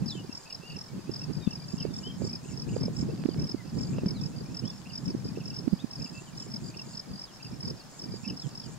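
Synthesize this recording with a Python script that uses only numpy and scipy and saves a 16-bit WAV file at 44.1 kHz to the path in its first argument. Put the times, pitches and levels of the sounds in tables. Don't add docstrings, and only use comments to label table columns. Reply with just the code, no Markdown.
import sys
import numpy as np
from scipy import signal
from scipy.fft import rfft, irfft, next_fast_len
from scipy.io import wavfile
from scipy.ndimage import uniform_filter1d

SR = 44100
rng = np.random.default_rng(int(sys.argv[2]) if len(sys.argv) > 2 else 0)


def persist_wave(psi):
    counts = np.round(np.clip(psi, -1, 1) * 32767).astype(np.int16)
    wavfile.write(sys.argv[1], SR, np.atleast_2d(counts).T)


N = 387198
TIME = np.arange(N) / SR


def undb(db):
    return 10 ** (np.asarray(db) / 20)


def unit(x):
    return x / np.sqrt(np.mean(x ** 2))


def add(out, s, sound):
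    i = max(int(s * SR), 0)
    part = sound[:, :max(N - i, 0)]
    out[:, i:i + part.shape[1]] += part


def drift(rate_hz):
    knots = rng.standard_normal(int(N / SR * rate_hz) + 2)
    return unit(np.interp(TIME * rate_hz, np.arange(len(knots)), knots))


def noise(spectrum, coherence):
    hz, db = np.transpose(spectrum)
    size = next_fast_len(N)
    gain = undb(np.interp(np.log(np.fft.rfftfreq(size, 1 / SR) + 1), np.log(hz), db))
    mid, side = irfft(rfft(rng.standard_normal((2, size))) * gain, size)[:, :N]
    return unit(np.sqrt(1 + coherence) * mid + np.sqrt(1 - coherence) * np.array([side, -side]))


def band(x, low_hz, high_hz):
    return signal.sosfilt(signal.butter(2, [low_hz, high_hz], "band", fs=SR, output="sos"), x)


def glide(length_s, pitches, lead, taper, waver):
    u = np.linspace(0, 1, int(length_s * SR))
    start, middle, end = pitches
    hz = middle + (end - start) * (u - .5) + 2 * (start + end - 2 * middle) * (u - .5) ** 2
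    hz *= 1 + waver * np.interp(u, np.linspace(0, 1, 20), rng.standard_normal(20))
    phase = 2 * np.pi * (np.cumsum(hz) / SR + rng.random())
    return np.abs(np.sin(np.pi * u)) ** taper * np.sin([phase + lead, phase])


def bout_times(start, period, repeats):
    return start + period * np.arange(repeats)


# time in seconds, level in dB.
BREEZE = [(0.0, -34.5), (0.3, -44.5), (0.42, -58), (0.99, -49.3), (1.04, -39), (1.48, -43.5), (2.03, -37.5),
          (2.52, -42.5), (2.69, -31.5), (3.53, -36), (3.57, -43.5), (4.03, -30.5), (4.8, -44),
          (5.23, -34.5), (5.95, -46.5), (6.48, -42), (7.35, -52.0), (8.78, -44.5)]
# start in seconds, length in seconds, left and right level in dB.
PUFFS = [(0, 0.063, -34, -31.5), (0.118, .15, -43, -38), (0.546, 0.11, -59, -38.5), (0.62, 0.22, -40, -43),
         (0.907, .11, -33.5, -34.5), (1.27, 0.064, -58, -30.5), (1.35, 0.09, -28.5, -55),
         (1.747, 0.23, -37, -33), (2.17, .13, -36, -25.5), (2.463, .12, -39, -32.5),
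         (2.773, 0.11, -29, -26.5), (2.947, 0.25, -34.5, -30), (3.342, 0.13, -31, -27.5),
         (3.69, 0.28, -29.5, -28.5), (4.468, 0.12, -37.5, -32.5), (4.599, 0.099, -44, -30.5),
         (5.046, 0.075, -29.5, -30.5), (5.447, 0.048, -46, -33.5), (5.56, .11, -39, -30),
         (5.958, .12, -35, -35), (6.43, 0.34, -38, -39), (7.067, .11, -35, -34.5),
         (7.415, 0.23, -41, -35.5), (7.626, 0.13, -35, -33.5), (7.966, 0.25, -39.5, -34.5),
         (8.25, 0.13, -37, -31), (8.433, 0.055, -39, -29), (8.65, 0.063, -52.5, -35.5)]

def gusts(windward_db=1.5):
    tilt_db = windward_db * np.array([[-.5], [.5]])
    power = undb(np.interp(TIME, *np.transpose(BREEZE)) + tilt_db) ** 2
    for s, length, *ports_db in PUFFS:
        arch = np.sin(np.linspace(0, np.pi, int(length * SR)))
        add(power, s, np.outer(undb(ports_db), arch) ** 2)
    return 10 * np.log10(power)


# frequency in Hz, relative spectral density in dB.
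RUMBLE_SPECTRUM = [(20, -45), (40, -38), (62, -9.5), (85, -15), (110, -3.5), (145, 0.5), (200, -2.5),
                   (300, -12), (450, -23.5), (700, -35), (1200, -40.5), (3000, -55), (9000, -77)]

def wind(gain_db=-1, strong_db=-32, brightening=1.93, rough_db=-18, crackle_db=-27):
    gust_db = gusts()
    force = undb(brightening * (gust_db - strong_db))
    rumble = unit(noise(RUMBLE_SPECTRUM, coherence=.27) * flicker(depth_db=3, rate_hz=55))
    rough = unit(band(rng.standard_normal((2, N)), 301, 496) * flicker(depth_db=8.5, rate_hz=80))
    impulses_per_s = 16 * force
    impulses = (rng.random((2, N)) < impulses_per_s / SR) * rng.standard_normal((2, N))
    crackle = band(band(impulses, 300, 5300), 300, 5300)
    rumble *= undb(gust_db + gain_db) * flicker(depth_db=2, rate_hz=16)
    return rumble + rough * force * undb(strong_db + rough_db) + crackle * undb(crackle_db)


def flicker(depth_db, rate_hz):
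    return undb(depth_db * np.array([drift(rate_hz), drift(rate_hz)]))


# frequency in Hz, relative spectral density in dB.
HUSH_SPECTRUM = [(30, 3), (150, 2), (400, 2), (1000, 1), (1300, -5.5), (1800, -4), (2100, -10.5),
                 (3700, -9), (5000, -5), (5900, -8.5), (6700, -7), (9000, -15), (15500, -24)]

def hush(db=-53, distant_db=-63, sway_db=.05):
    distant = unit(band(rng.standard_normal(N), 490, 1470))
    diffuse = noise(HUSH_SPECTRUM, coherence=.14)
    return (diffuse * undb(db) + distant * undb(distant_db)) * undb(sway_db * drift(2.35))


def eddy(t, hz, phase_turns, decay_cycles):
    return np.exp(-np.abs(t * hz / decay_cycles)) * np.sin(2 * np.pi * (hz * t + phase_turns))


def flurry(gain_db=5, spread_db=6, low_hz=150, high_hz=420, count=110):
    out, gust_db = np.zeros((2, N)), gusts()
    t = np.arange(-SR // 16, SR // 16) / SR
    for k, (late, pitch, phase, size) in enumerate(rng.random((count, 4))):
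        port, i = k % 2, int((k + late) / count * N)
        hz = low_hz * (high_hz / low_hz) ** pitch
        swing = eddy(t, hz, phase, decay_cycles=1) * undb(gust_db[port, i] + gain_db + spread_db * size)
        add(out, i / SR + t[0], np.outer(np.eye(2)[port], swing))
    return out


def twitter(db=-59.7, fade_db_per_s=.65, spread_db=4, hz=2490, spread_hz=260, count=130):
    out = np.zeros((2, N))
    notes = np.c_[rng.random((count, 2)), rng.uniform(-1, 1, (count, 3))]
    for k, (late, length, pitch, slope, size) in enumerate(notes):
        s = (k + late) / count * N / SR
        pitches = hz + spread_hz * pitch + 150 * slope * np.array([1, 0, -1])
        note = glide(.0196 + .0383 * length, pitches, lead=.21, taper=1, waver=.02)
        add(out, s, note * undb(db - fade_db_per_s * s + spread_db * size))
    return out


def chirp(out, s, hz, spacing_s, first_db, db, lead, pulses, stroke_s=.0155, fall_hz=370, rasp=.14):
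    for k in range(pulses):
        stroke = glide(stroke_s, hz + fall_hz * np.array([1, 0, -1]), lead, taper=1.5, waver=.012)
        teeth = 1 + rasp * unit(uniform_filter1d(rng.standard_normal(stroke.shape), size=24))
        add(out, s + k * spacing_s - stroke_s / 2, stroke * teeth * undb(db + first_db * (k == 0)))


# carrier in Hz, pulse spacing in seconds, gain of the first pulse in dB,
# level in dB, phase lead of the left port in radians.
CRICKETS = [(5190, .0225, -6, -33, 1.7), (5274, .023, -1, -36, -2.5), (4790, .0215, -1.5, -43.5, 1.9),
            (5030, 0.019, 1, -41.5, 3)]
FIRST_CRICKET_S = [.064, .506, 1.119, 1.784, 2.312, 2.813, 3.473, 4.065, 4.55, 4.936, 5.545, 6.002, 6.52,
                   6.954, 7.66, 8.259]
SECOND_CRICKET_S = [.33, .768, 1.196, 1.512, 1.943, 2.252, 2.577, 2.969, 3.399, 3.79, 4.216, 4.657, 5.06,
                    5.459, 5.913, 6.38, 6.774, 7.196, 7.609, 7.998, 8.376, 8.556]
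# start in seconds, period in seconds, number of chirps.
THIRD_CRICKET_BOUTS = [(.68, .923, 2), (2.226, .535, 6), (6.645, .494, 5)]
FOURTH_CRICKET_BOUTS = [(1.335, .352, 3), (5.25, .809, 2), (7.431, .693, 2)]

def crickets(uneven_db=.4, uneven_hz=25, uneven_rad=.23, far_db=-53.5, far_hz=5060, far_count=230):
    out = np.zeros((2, N))
    schedules = [FIRST_CRICKET_S, SECOND_CRICKET_S]
    for bouts in (THIRD_CRICKET_BOUTS, FOURTH_CRICKET_BOUTS):
        schedules.append(np.concatenate([bout_times(*bout) for bout in bouts]))
    for (hz, spacing_s, first_db, db, lead), starts in zip(CRICKETS, schedules):
        for s, (pitch, turn, size) in zip(starts, rng.standard_normal((len(starts), 3))):
            chirp(out, s, hz + uneven_hz * pitch, spacing_s, first_db,
                  db + uneven_db * size, lead + uneven_rad * turn, pulses=3)
    for k, (late, side, pitch, size) in enumerate(rng.uniform(-1.1, 1, (far_count, 4))):
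        s = (k + late) / far_count * N / SR
        chirp(out, s, far_hz + 360 * pitch, spacing_s=.022, first_db=-2,
              db=far_db + 6 * size, lead=np.pi * side, pulses=2 + k % 2)
    return out


# start and length in seconds, first, middle and last pitch in Hz,
# relative level in dB.
WHISTLES = [(0.069, 0.071, 5200, 3960, 3320, -41.5), (0.143, 0.085, 3200, 2955, 2870, -48.5),
            (0.482, 0.11, 4550, 4250, 3820, -58), (0.626, 0.14, 2630, 2843, 2714, -47.5),
            (1.411, 0.068, 3760, 3710, 3540, -49.5), (1.77, 0.1, 2830, 2730, 2500, -54.5),
            (1.789, 0.028, 3280, 3090, 2830, -45.5), (1.89, 0.094, 3800, 3570, 3680, -57),
            (2.028, 0.099, 2880, 3110, 3220, -43), (3.576, 0.048, 2080, 2060, 1880, -55.5),
            (4.13, 0.082, 4750, 3970, 3400, -51.5), (4.624, 0.091, 2620, 3360, 3490, -53),
            (5.785, 0.036, 2910, 3620, 3700, -47.5), (6.133, 0.082, 2610, 2660, 2780, -51),
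            (6.265, 0.046, 3270, 2880, 2600, -55), (8.377, 0.086, 5100, 3760, 2998, -53)]

def whistles(gain_db=-1.5):
    out = np.zeros((2, N))
    for s, length, *pitches, db in WHISTLES:
        note = glide(length, pitches, lead=rng.normal(0, .52), taper=.4, waver=.011)
        add(out, s, note * undb(db + gain_db))
    return out


# start in seconds, period in seconds, number of trills, relative level in dB.
TRILL_BOUTS = [(.08, .27, 2, -60.5), (1.672, 0.26, 2, -60), (2.18, 0.25, 4, -56), (3.735, .11, 2, -59.5),
               (4.22, .25, 4, -65.5), (5.98, 0.22, 2, -62.5), (6.125, 0.24, 4, -58), (7.895, 0.25, 4, -59)]

def trills(length_s=.1, rate_hz=128, sweep_hz=(8150, 7150, 6300), swell_db=6, gain_db=2, jitter_s=.00034):
    out = np.zeros((2, N))
    for first, period, repeats, db in TRILL_BOUTS:
        for start in bout_times(first, period, repeats):
            for s in np.arange(start, start + length_s, 1 / rate_hz):
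                sweep = unit(glide(.0065, sweep_hz, lead=1.6, taper=.98, waver=.055))
                growth = (s - start) / length_s - .5
                level_db = db + gain_db + swell_db * growth + .58 * rng.standard_normal()
                add(out, s + jitter_s * rng.standard_normal(), sweep * undb(level_db))
    return out


# time in seconds, frequency in Hz, left and right relative level in dB.
EDDIES = [(0.296, 246, -23, -51), (1.096, 340, -43, -18), (1.476, 205, -9, -50), (1.742, 191, -45, -16),
          (1.853, 407, -42, -15), (2.22, 470, -48, -19.5), (2.25, 383, -37, -24.5), (2.766, 450, -38, -14),
          (2.836, 547, -39, -25.5), (2.883, 464, -49, -19), (3.258, 268.3, -43, -9), (3.29, 328, -44, -12),
          (3.386, 146, -19, -24), (3.547, 296, -47, -13.5), (4.036, 340, -44, -17),
          (4.063, 185, -14.5, -14), (5.15, 292, -41, -15.5), (5.375, 377, -47, -20), (5.679, 253, -45, -9),
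          (5.731, 210, -35, -10.5), (5.737, 193, -36, -10.5), (5.845, 234, -45, -15),
          (8.142, 380, -48, -23.5)]

def buffets(gain_db=1):
    out = np.zeros((2, N))
    t = np.arange(-SR // 50, SR // 50) / SR
    for s, hz, *ports_db in EDDIES:
        swing = eddy(t, hz, rng.random(), decay_cycles=.68)
        add(out, s + t[0], np.outer(undb(ports_db) * undb(gain_db), swing))
    return out


# start in seconds, relative level in dB.
TWO_NOTE_CALLS = [(.455, -49.5), (0.699, -48), (1.463, -50.5), (2.435, -53), (2.68, -53.5), (3.928, -49.5),
                  (4.852, -48.5), (5.351, -48), (5.455, -51), (6.002, -49.5), (6.737, -45.5),
                  (7.395, -49.5), (8.238, -45)]

def two_note_calls(rising_db=-3.5, falling_db=-2, spacing_s=.046):
    out = np.zeros((2, N))
    for s, db in TWO_NOTE_CALLS:
        rising = glide(.0262, [2450, 2660, 2720], lead=.23, taper=.76, waver=.048)
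        falling = glide(.0268, [3000, 2780, 2480], lead=.2, taper=.9, waver=.029)
        add(out, s, rising * undb(db + rising_db))
        add(out, s + spacing_s, falling * undb(db + falling_db))
    return out


# time in seconds, relative level in dB.
OVERLOAD_CLICKS = [(2.7685, -34.5), (2.822, -37), (3.2383, -31), (3.26, -32), (3.3452, -35), (3.984, -34),
                   (4.0597, -33.5), (5.68, -37)]

def overload_clicks(gain_db=5, decay_s=.00054):
    out = np.zeros((2, N))
    t = np.arange(SR // 25) / SR
    click = np.outer([.5, 1.5], np.exp(-t / decay_s))
    for s, db in OVERLOAD_CLICKS:
        add(out, s, click * undb(db + gain_db))
    return band(band(out, 200, 5400), 200, 5400)


SLURS_S = [3.26, 6.37, 7.245, 8.595]

def slurs(db=-60, length_s=.085, sweep_hz=(4800, 3350, 2820)):
    out = np.zeros((2, N))
    for s in SLURS_S:
        add(out, s, glide(length_s, sweep_hz, lead=.25, taper=.6, waver=.02) * undb(db))
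    return out


def chips(starts_s=(4.7, 6.926, 7.794), db=-51.5, length_s=.024, sweep_hz=(5800, 4630, 4170)):
    out = np.zeros((2, N))
    for s in starts_s:
        add(out, s, glide(length_s, sweep_hz, lead=rng.normal(0, .53), taper=.35, waver=.011) * undb(db))
    return out


def scrub(x, wet_db, t60_s):
    t = np.arange(SR // 2) / SR
    tail = rng.standard_normal((2, len(t))) * np.exp(-np.log(1000) * t / t60_s)
    tail /= np.sqrt(np.sum(tail ** 2, axis=1, keepdims=True))
    return x + undb(wet_db) * signal.oaconvolve(x, tail, axes=1)[:, :N]


def scene(flutter_db=3):
    breeze = wind() + flurry() + buffets() + overload_clicks()
    chirping = scrub(crickets(), wet_db=-9, t60_s=.085)
    flutter = undb(flutter_db * drift(150))
    birds = (whistles() + two_note_calls() + chips()) * flutter
    song = scrub(twitter() + birds + trills() + slurs(), wet_db=-7.5, t60_s=.19)
    return breeze + hush() + chirping + song


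def record(dry, cutoff_hz=15700):
    return signal.sosfilt(signal.ellip(10, .1, 80, cutoff_hz, fs=SR, output="sos"), dry)


dry = scene()
out = record(dry)
persist_wave(out)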